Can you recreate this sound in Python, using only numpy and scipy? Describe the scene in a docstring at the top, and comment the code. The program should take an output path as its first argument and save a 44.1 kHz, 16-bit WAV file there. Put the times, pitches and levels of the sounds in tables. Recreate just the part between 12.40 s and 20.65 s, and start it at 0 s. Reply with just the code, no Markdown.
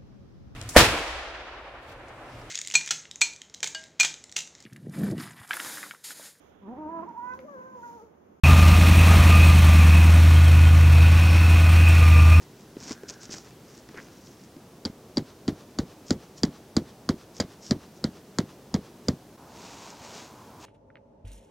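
"""A rock knocks a steel tent peg into stony ground: fourteen blows, each with a short clink
from the peg, a crunch of grit and a falling thud from the soil. Before that, hands slide over
the nylon tent corner and set the peg; between blows a padded sleeve swishes.
A low murmur lies under everything. At the end the scene changes to an open riverside
with dry rustling and far traffic."""
import sys
import numpy as np
from scipy import signal
from scipy.fft import rfft, irfft, next_fast_len
from scipy.io import wavfile

SR = 44100
rng = np.random.default_rng(int(sys.argv[2]) if len(sys.argv) > 2 else 0)


def transcribe(signal):
    """Save signal, clipped to [-1, 1], as a 16-bit WAV file at the path in sys.argv[1]."""
    frames = np.atleast_2d(signal).T
    limited = np.clip(frames, -1, 1)
    pcm = np.round(limited * 32767).astype(np.int16)
    wavfile.write(sys.argv[1], SR, pcm)


N = 363951
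TIME = np.arange(N) / SR  # seconds since the start
AGE = np.arange(SR // 4) / SR  # seconds since one short sound began


def undb(db):
    """Turn decibels into a number to multiply by."""
    return 10 ** (np.asarray(db) / 20)


def noise(spectrum, size, grain_db=0):
    """Noise of strength (rms) 1, shaped by (Hz, dB) points; grain_db makes it uneven and crackly."""
    grains = undb(grain_db * np.minimum(rng.exponential(size=size), 2 * np.pi))
    white = rng.standard_normal(size) * grains
    hz, db = np.transpose(spectrum)
    padded = next_fast_len(size)
    f = np.maximum(np.fft.rfftfreq(padded, 1 / SR), 1)
    bass_cut = np.minimum(f / hz[0], 1) ** 2
    gain = undb(np.interp(np.log(f), np.log(hz), db)) * bass_cut
    shaped = irfft(rfft(white, padded) * gain, padded)[:size]
    return shaped / shaped.std()


def flutter(rate_hz, depth_db):
    """A loudness that wanders at random."""
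    points = rng.standard_normal(1024)
    return undb(depth_db * np.interp(TIME * rate_hz, np.arange(len(points)), points))


def fade(t60, rise_s):
    """A quick smooth rise, and a fall of 60 dB every t60 seconds."""
    return (1 - np.exp(-AGE / rise_s)) ** 2 * np.exp(-np.log(1000) * AGE / t60)


def swell(t, centre, width):
    """A bell-shaped rise and fall."""
    return np.exp(-0.5 * ((t - centre) / width) ** 2)


def stroke(start, length, attack_s, release_s):
    """The loudness of a slide: it gathers speed, holds and dies away."""
    since = TIME - start
    return np.clip(since / attack_s, 0, 1) * np.exp(-np.maximum(since - length, 0) / release_s)


def add(track, t, sound):
    """Mix a sound into the track at t seconds."""
    i = int(t * SR)
    track[i:i + len(sound)] += sound[:N - i]


# tone of the low and the middle part of the murmur: f/Hz, level/dB
LOW_TONE = [(25, -23.5), (60, -6), (130, 0), (200, 0.5), (400, -3), (600, -13), (1000, -16.5),
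            (2200, -22.5), (4000, -24), (6000, -24), (9000, -31.5), (15500, -37)]
MIDDLE_TONE = [(150, -9.5), (400, 2.5), (650, -0.5), (1050, -8.5), (1700, -22.5), (4000, -56)]
# stretches of background, the last at the riverside: start t/s, low level/dB, middle level/dB
BACKGROUNDS = [(0, -50.5, -62), (2.16, -51.5, -56), (6.97, -52, -73)]
RIVERSIDE_S = BACKGROUNDS[-1][0]
def outdoors():
    """A low distant murmur that differs a little from one stretch to the next."""
    start, low_db, middle_db = np.transpose(BACKGROUNDS)
    now = np.searchsorted(start[1:], TIME)
    low = undb(low_db[now]) * flutter(5.8, 0.32) * noise(LOW_TONE, N)
    middle = undb(middle_db[now]) * flutter(7.0, 0.72) * noise(MIDDLE_TONE, N)
    return low + middle


# tone of rubbed nylon and of scraped soil: f/Hz, level/dB
NYLON_TONE = [(800, -16.5), (2500, -10), (4000, -7), (5500, 3), (7000, -1.5), (8300, -12.5), (10000, -28.5),
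              (15500, -31.5)]
SCRAPE_TONE = [(100, -0.5), (300, 7), (750, -2), (1650, -4), (2800, -10.5), (5000, -18), (12000, -45)]
# hand movements: start t/s, length/s, nylon level/dB, scrape level/dB
HAND_STROKES = [(0.0, 0.02, -59, -52), (0.14, 0.1, -68, -72), (0.377, 0.13, -48.5, -51.5),
                (0.45, 0.066, -53.5, -52), (0.672, 0.025, -43, -49), (0.802, 0.037, -45.5, -53),
                (0.898, 0.063, -42, -53), (0.943, 0.018, -60, -63), (1.025, 0.054, -62, -54.5),
                (1.248, 0.15, -60.5, -61), (1.49, 0.22, -64, -55), (1.547, 0.03, -72, -55),
                (1.718, 0.32, -64, -75.5)]
def handling():
    """Nylon slides under the hands in uneven, crackly strokes while the peg scrapes the soil."""
    nylon = flutter(70.95, 2.9) * noise(NYLON_TONE, N, grain_db=5)
    scrape = flutter(60.2, 0.9) * noise(SCRAPE_TONE, N, grain_db=5)
    out = np.zeros(N)
    for t, length, nylon_db, scrape_db in HAND_STROKES:
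        movement = stroke(t, length, attack_s=0.031, release_s=0.031)
        out += movement * (undb(nylon_db) * nylon + undb(scrape_db) * scrape)
    return out


# tone of a knocked pebble: f/Hz, level/dB
PEBBLE_TONE = [(120, -9.5), (230, 1), (420, 0.5), (900, -38), (3000, -58)]
# pebble and cloth ticks: t/s, knock level/dB, clack level/dB, snap level/dB
SMALL_TICKS = [(0.367, -30, -44, -52), (.456, -32.5, -46.5, -50), (.508, -28.5, -36.5, -42),
               (0.513, -33, -40, -33), (.634, -33, -44.5, -47), (0.6984, -39, -45, -29.5),
               (0.8323, -41, -60, -30.5), (0.893, -36, -42, -48), (0.911, -38.5, -47, -32),
               (.941, -45, -36, -40), (0.983, -47, -45, -34), (1.107, -39, -46, -43),
               (1.378, -47, -59, -39.5), (1.489, -46, -43, -44), (1.544, -35.5, -42, -58),
               (1.574, -34, -40, -48), (1.592, -50, -43, -57), (1.872, -51, -51.5, -42),
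               (2.165, -35, -54, -51), (7.504, -58, -59.5, -34), (7.753, -43, -45, -40)]
def pebbles_and_folds():
    """Pebbles knock and clack, and folds of cloth snap, each in a tiny burst of noise."""
    out = np.zeros(N)
    for t, knock_db, clack_db, snap_db in SMALL_TICKS:
        knock = undb(knock_db) * noise(PEBBLE_TONE, len(AGE)) * fade(0.038, rise_s=0.00084)
        clack = undb(clack_db) * noise(SCRAPE_TONE, len(AGE)) * fade(0.037, rise_s=0.00004)
        snap = undb(snap_db) * noise(NYLON_TONE, len(AGE)) * fade(0.0071, rise_s=0.00005)
        add(out, t, knock + clack + snap)
    return out


# tone of the thin ring: f/Hz, level/dB
THIN_RING_TONE = [(1200, -25), (1440, -4), (1550, -3), (1700, -8), (2000, -25), (3000, -70)]
def thin_ring():
    """A faint, thin ring hangs in the air while the peg is set."""
    loudness = undb(-60) * stroke(start=0.49, length=0.33, attack_s=0.015, release_s=0.08)
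    return loudness * noise(THIN_RING_TONE, N)


# tone of steel rubbing stone: f/Hz, level/dB
STONE_TONE = [(700, -21), (1090, 0), (1300, -7), (1550, 2), (2100, 1), (2800, -21), (6000, -40)]
# short rubs: t/s, half length/s, level/dB
STONE_RUBS = [(0.512, 0.0072, -48), (0.94, 0.008, -54), (1.587, 0.012, -43.5)]
def grating():
    """The peg grates against a buried stone."""
    loudness = sum(undb(db) * swell(TIME, t, width) for t, width, db in STONE_RUBS)
    return loudness * noise(STONE_TONE, N, grain_db=6.5)


def soft_push(track, t, db, hz, half_s):
    """Add a soft, low bump of air or ground that peaks at t seconds."""
    lead_s = 4 * half_s
    bump = np.cos(2 * np.pi * hz * (AGE - lead_s)) * swell(AGE, lead_s, half_s)
    add(track, t - lead_s, undb(db) * bump)


# notes of the bending peg, cut short by soil and hand: f/Hz, level/dB, time to fade 60 dB/s
PEG_NOTES = [(480, -2, 0.0078), (1380, -11, 0.0078), (1860, -16, 0.016), (2060, -31.5, 0.023),
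             (3353, -14, 0.029), (4090, -6.5, 0.018), (4675, -11.5, 0.013), (4786, 0.5, 0.02),
             (4890, -16, 0.01), (5640, -11, 0.041), (6460, -11, 0.014), (7200, -18.5, 0.012),
             (8400, -26.5, 0.015), (10030, -33, 0.022), (10960, -32, 0.021)]
# tone of crushed stone: f/Hz, level/dB
CRACK_TONE = [(500, 0), (1400, 11), (2000, -4), (2500, -53.5), (3200, -8.5), (4800, 2), (6000, -2.5),
              (7200, 9), (8200, -8.5), (9400, -19.5), (11000, -15), (13000, -23.5), (15000, -46.5)]
RING_HZ, RING_RISE_HZ_PER_S, SOIL_GRIP_HZ = 4714, 45, 35
def clink(t, ring_db, crack_db):
    """Rock hits steel: stone cracks and the peg rings, higher as its free end gets shorter."""
    hz, db, t60 = np.transpose(PEG_NOTES)[:, :, None]
    level_luck, pitch_luck = rng.standard_normal((2, len(PEG_NOTES), 1))
    grip_hz = SOIL_GRIP_HZ * rng.standard_normal()  # the soil's grip shifts the pitch on each hit
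    main_hz = RING_HZ + RING_RISE_HZ_PER_S * (t - ROCK_BLOWS[0][0]) + grip_hz
    hz = hz * main_hz / hz[db.argmax()] * (1 + 0.003 * pitch_luck)
    notes = undb(db + 3 * level_luck) * np.sin(2 * np.pi * hz * AGE) * fade(t60, rise_s=0.00037)
    # the rock stays pressed on the peg and chokes much of the ring within milliseconds
    choke = 0.23 + 0.77 * swell(AGE, 0, 0.0023)
    crack = noise(CRACK_TONE, len(AGE)) * fade(0.016, rise_s=0.00024)
    return undb(ring_db) * choke * notes.sum(0) + undb(crack_db) * crack


# tone of rumbling soil: f/Hz, level/dB
SOIL_TONE = [(25, -24.5), (55, -11), (100, -3.5), (180, -5), (270, -3.5), (380, -7), (560, -18.5),
             (1200, -37.5), (3000, -54.5)]
CREST_S, GLIDE_S, HEAVE_HZ, RUMBLE_DB = 0.00888, 0.018, 89, -9.5
def thud(db, hz, heave_db):
    """Soil carries short waves fastest, so the thud swells late and sinks in pitch over a deep heave."""
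    cycles = hz * GLIDE_S * (1 - np.exp((CREST_S - AGE) / GLIDE_S))  # the pitch passes hz at CREST_S
    body = np.cos(2 * np.pi * cycles) * swell(AGE, CREST_S, 0.0033) * (1 - np.exp(-AGE / 0.0016))
    heave_shape = swell(AGE, 0.013, 0.0079) * (1 - np.exp(-AGE / 0.002))
    heave = np.cos(2 * np.pi * HEAVE_HZ * (AGE - CREST_S)) * heave_shape
    rumble = noise(SOIL_TONE, len(AGE)) * fade(0.155, rise_s=0.009)
    return undb(db) * (body + undb(RUMBLE_DB) * rumble) + undb(heave_db) * heave


# tone of crunching grit: f/Hz, level/dB
GRIT_TONE = [(200, 2.5), (500, 2.5), (850, -6.5), (1500, -11), (2150, -11), (2520, -23.5), (3150, -14),
             (4500, -14), (7000, -21.5), (9000, -34.5), (15000, -43.5)]
# blows of the rock: t/s, then level/dB of ring, crack, grit, knock, thud and heave
ROCK_BLOWS = [(2.451, -19.5, -45, -28.5, -41, -23, -34), (2.7708, -17.5, -31.5, -28, -34, -13, -38),
              (3.079, -19.5, -30, -28, -27, -12.5, -38), (3.3873, -21, -26, -30, -26, -13.5, -30.5),
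              (3.7063, -14, -19.5, -30, -23, -11.5, -28.5), (4.0332, -13, -22.5, -25, -20.5, -10, -26),
              (4.3661, -14, -21, -28, -28, -10.5, -27), (4.6903, -18, -20.5, -27.5, -40, -12, -34),
              (4.9998, -20, -24, -24.5, -15, -19, -29.5), (5.309, -13, -24.5, -28.5, -27, -11, -37),
              (5.641, -20, -26.5, -29, -19, -15.5, -43), (5.9856, -16.5, -18, -27, -14.5, -13, -32.5),
              (6.3412, -20, -27, -29, -34, -12, -30), (6.684, -16.5, -21.5, -28.5, -13, -11.5, -26)]
THUD_HZ, THUD_DROP_HZ_PER_BLOW = 254.5, 3.1  # the thud gets lower as the peg goes deeper
KNOCK_HZ, USUAL_RING_DB = 465, -17.5
def hammering():
    """Every blow rings the peg, grinds grit along its side and shakes the ground."""
    out = np.zeros(N)
    # rock and peg together give a hollow knock on the ground
    knock = np.sin(2 * np.pi * KNOCK_HZ * AGE) * fade(0.019, rise_s=0.00068)
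    for count, (t, ring_db, crack_db, grit_db, knock_db, thud_db, heave_db) in enumerate(ROCK_BLOWS):
        # the swinging arm pushes a little air ahead of the rock
        soft_push(out, t - 0.0055, db=thud_db - 21.5, hz=177.6, half_s=0.0021)
        add(out, t, clink(t, ring_db, crack_db) + undb(knock_db) * knock)
        grit = noise(GRIT_TONE, len(AGE), grain_db=4) * fade(0.1, rise_s=0.00046)
        add(out, t, undb(grit_db) * grit)
        add(out, t, thud(thud_db, THUD_HZ - THUD_DROP_HZ_PER_BLOW * count, heave_db))
        # the ground springs back once, later after a harder blow
        delay_s = 0.053 + 0.0012 * (ring_db - USUAL_RING_DB)
        soft_push(out, t + delay_s, db=-28.5, hz=187, half_s=0.0018)
    return out


# extra touches of the rock: t/s, ring level/dB
ROCK_SKIDS = [(2.4543, -35), (2.4553, -24), (2.7793, -29), (2.7808, -34), (3.7250, -39), (4.0388, -31),
              (4.0505, -29), (4.3695, -27), (5.0020, -15), (5.0041, -17.5), (5.0060, -30), (5.0125, -32),
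              (5.3187, -32)]
def skidding():
    """Just after some blows the rock skids and clinks on the peg again."""
    out = np.zeros(N)
    for t, db in ROCK_SKIDS:
        add(out, t, clink(t, ring_db=db, crack_db=db - 6))
    return out


# tone of the padded sleeve: f/Hz, level/dB
SLEEVE_TONE = [(400, 0.5), (1100, 7.5), (2200, -1), (3500, 0.5), (6000, -1), (7500, -8.5), (10000, -16),
               (15000, -35)]
# hard down-swings: t/s, half length/s, level/dB
ARM_SWINGS = [(2.775, 0.014, -58), (3.701, 0.024, -49), (3.985, 0.014, -51), (4.972, 0.016, -49),
              (5.267, 0.03, -46), (5.572, 0.013, -60), (6.667, 0.026, -69)]
LIFT_AFTER_S, LIFT_DB = 0.12, -55.5
def sleeve():
    """The sleeve brushes the jacket as the arm lifts between blows, and on hard down-swings."""
    lifts = sum(swell(TIME, t + LIFT_AFTER_S, 0.027) for t, *_ in ROCK_BLOWS[1:-1])
    swings = sum(undb(db) * swell(TIME, t, width) for t, width, db in ARM_SWINGS)
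    up = undb(LIFT_DB) * lifts * noise(SLEEVE_TONE, N, grain_db=3)
    down = swings * noise(NYLON_TONE, N, grain_db=4.5)
    return up + down


# tone of far traffic: f/Hz, level/dB
ROAD_TONE = [(150, -35), (550, -5.5), (750, -3.5), (1000, -0.5), (1150, -9), (1450, -12), (1900, -26),
             (4000, -36)]
def far_road():
    """Tyres on a far road make a steady rush, heard only at the riverside."""
    return undb(-53) * (TIME > RIVERSIDE_S) * flutter(9.1, 1.0) * noise(ROAD_TONE, N)


# tone of the rustling: f/Hz, level/dB
RUSTLE_TONE = [(200, 1.5), (1000, 2.5), (1800, -5), (2400, -2.5), (3100, -4), (4500, -3), (6800, -2.5),
               (8200, -11), (10000, -24), (15500, -32)]
# sweeps of rustling: start t/s, length/s, level/dB
RUSTLES = [(7.046, 0.094, -54.5), (7.14, 0.35, -48.5), (7.544, 0.23, -49), (7.694, 0.076, -47),
           (7.953, 0.027, -57), (8.188, 0.06, -42)]
def dry_rustling():
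    """Soft, dry rustling comes and goes at the riverside."""
    sweeps = sum(undb(db) * stroke(t, length, attack_s=0.11, release_s=0.078)
                 for t, length, db in RUSTLES)
    return sweeps * flutter(40, 0.71) * noise(RUSTLE_TONE, N, grain_db=3)


def scene():
    """All sounds sit in the centre; the level dips briefly where the scene changes."""
    mono = outdoors() + handling() + pebbles_and_folds() + thin_ring() + grating()
    mono += hammering() + skidding() + sleeve() + far_road() + dry_rustling()
    mono *= 1 - 1.03 * swell(TIME, RIVERSIDE_S, 0.0043)
    return np.array([mono, mono])


def record(dry):
    """Left and right each get their own faint hiss, and the highest treble is cut."""
    hiss = undb(-62.5) * rng.standard_normal(dry.shape)
    treble_cut = signal.ellip(10, 0.1, 70, 15900, fs=SR, output="sos")
    return signal.sosfilt(treble_cut, dry + hiss)


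dry = scene()
out = record(dry)
transcribe(out)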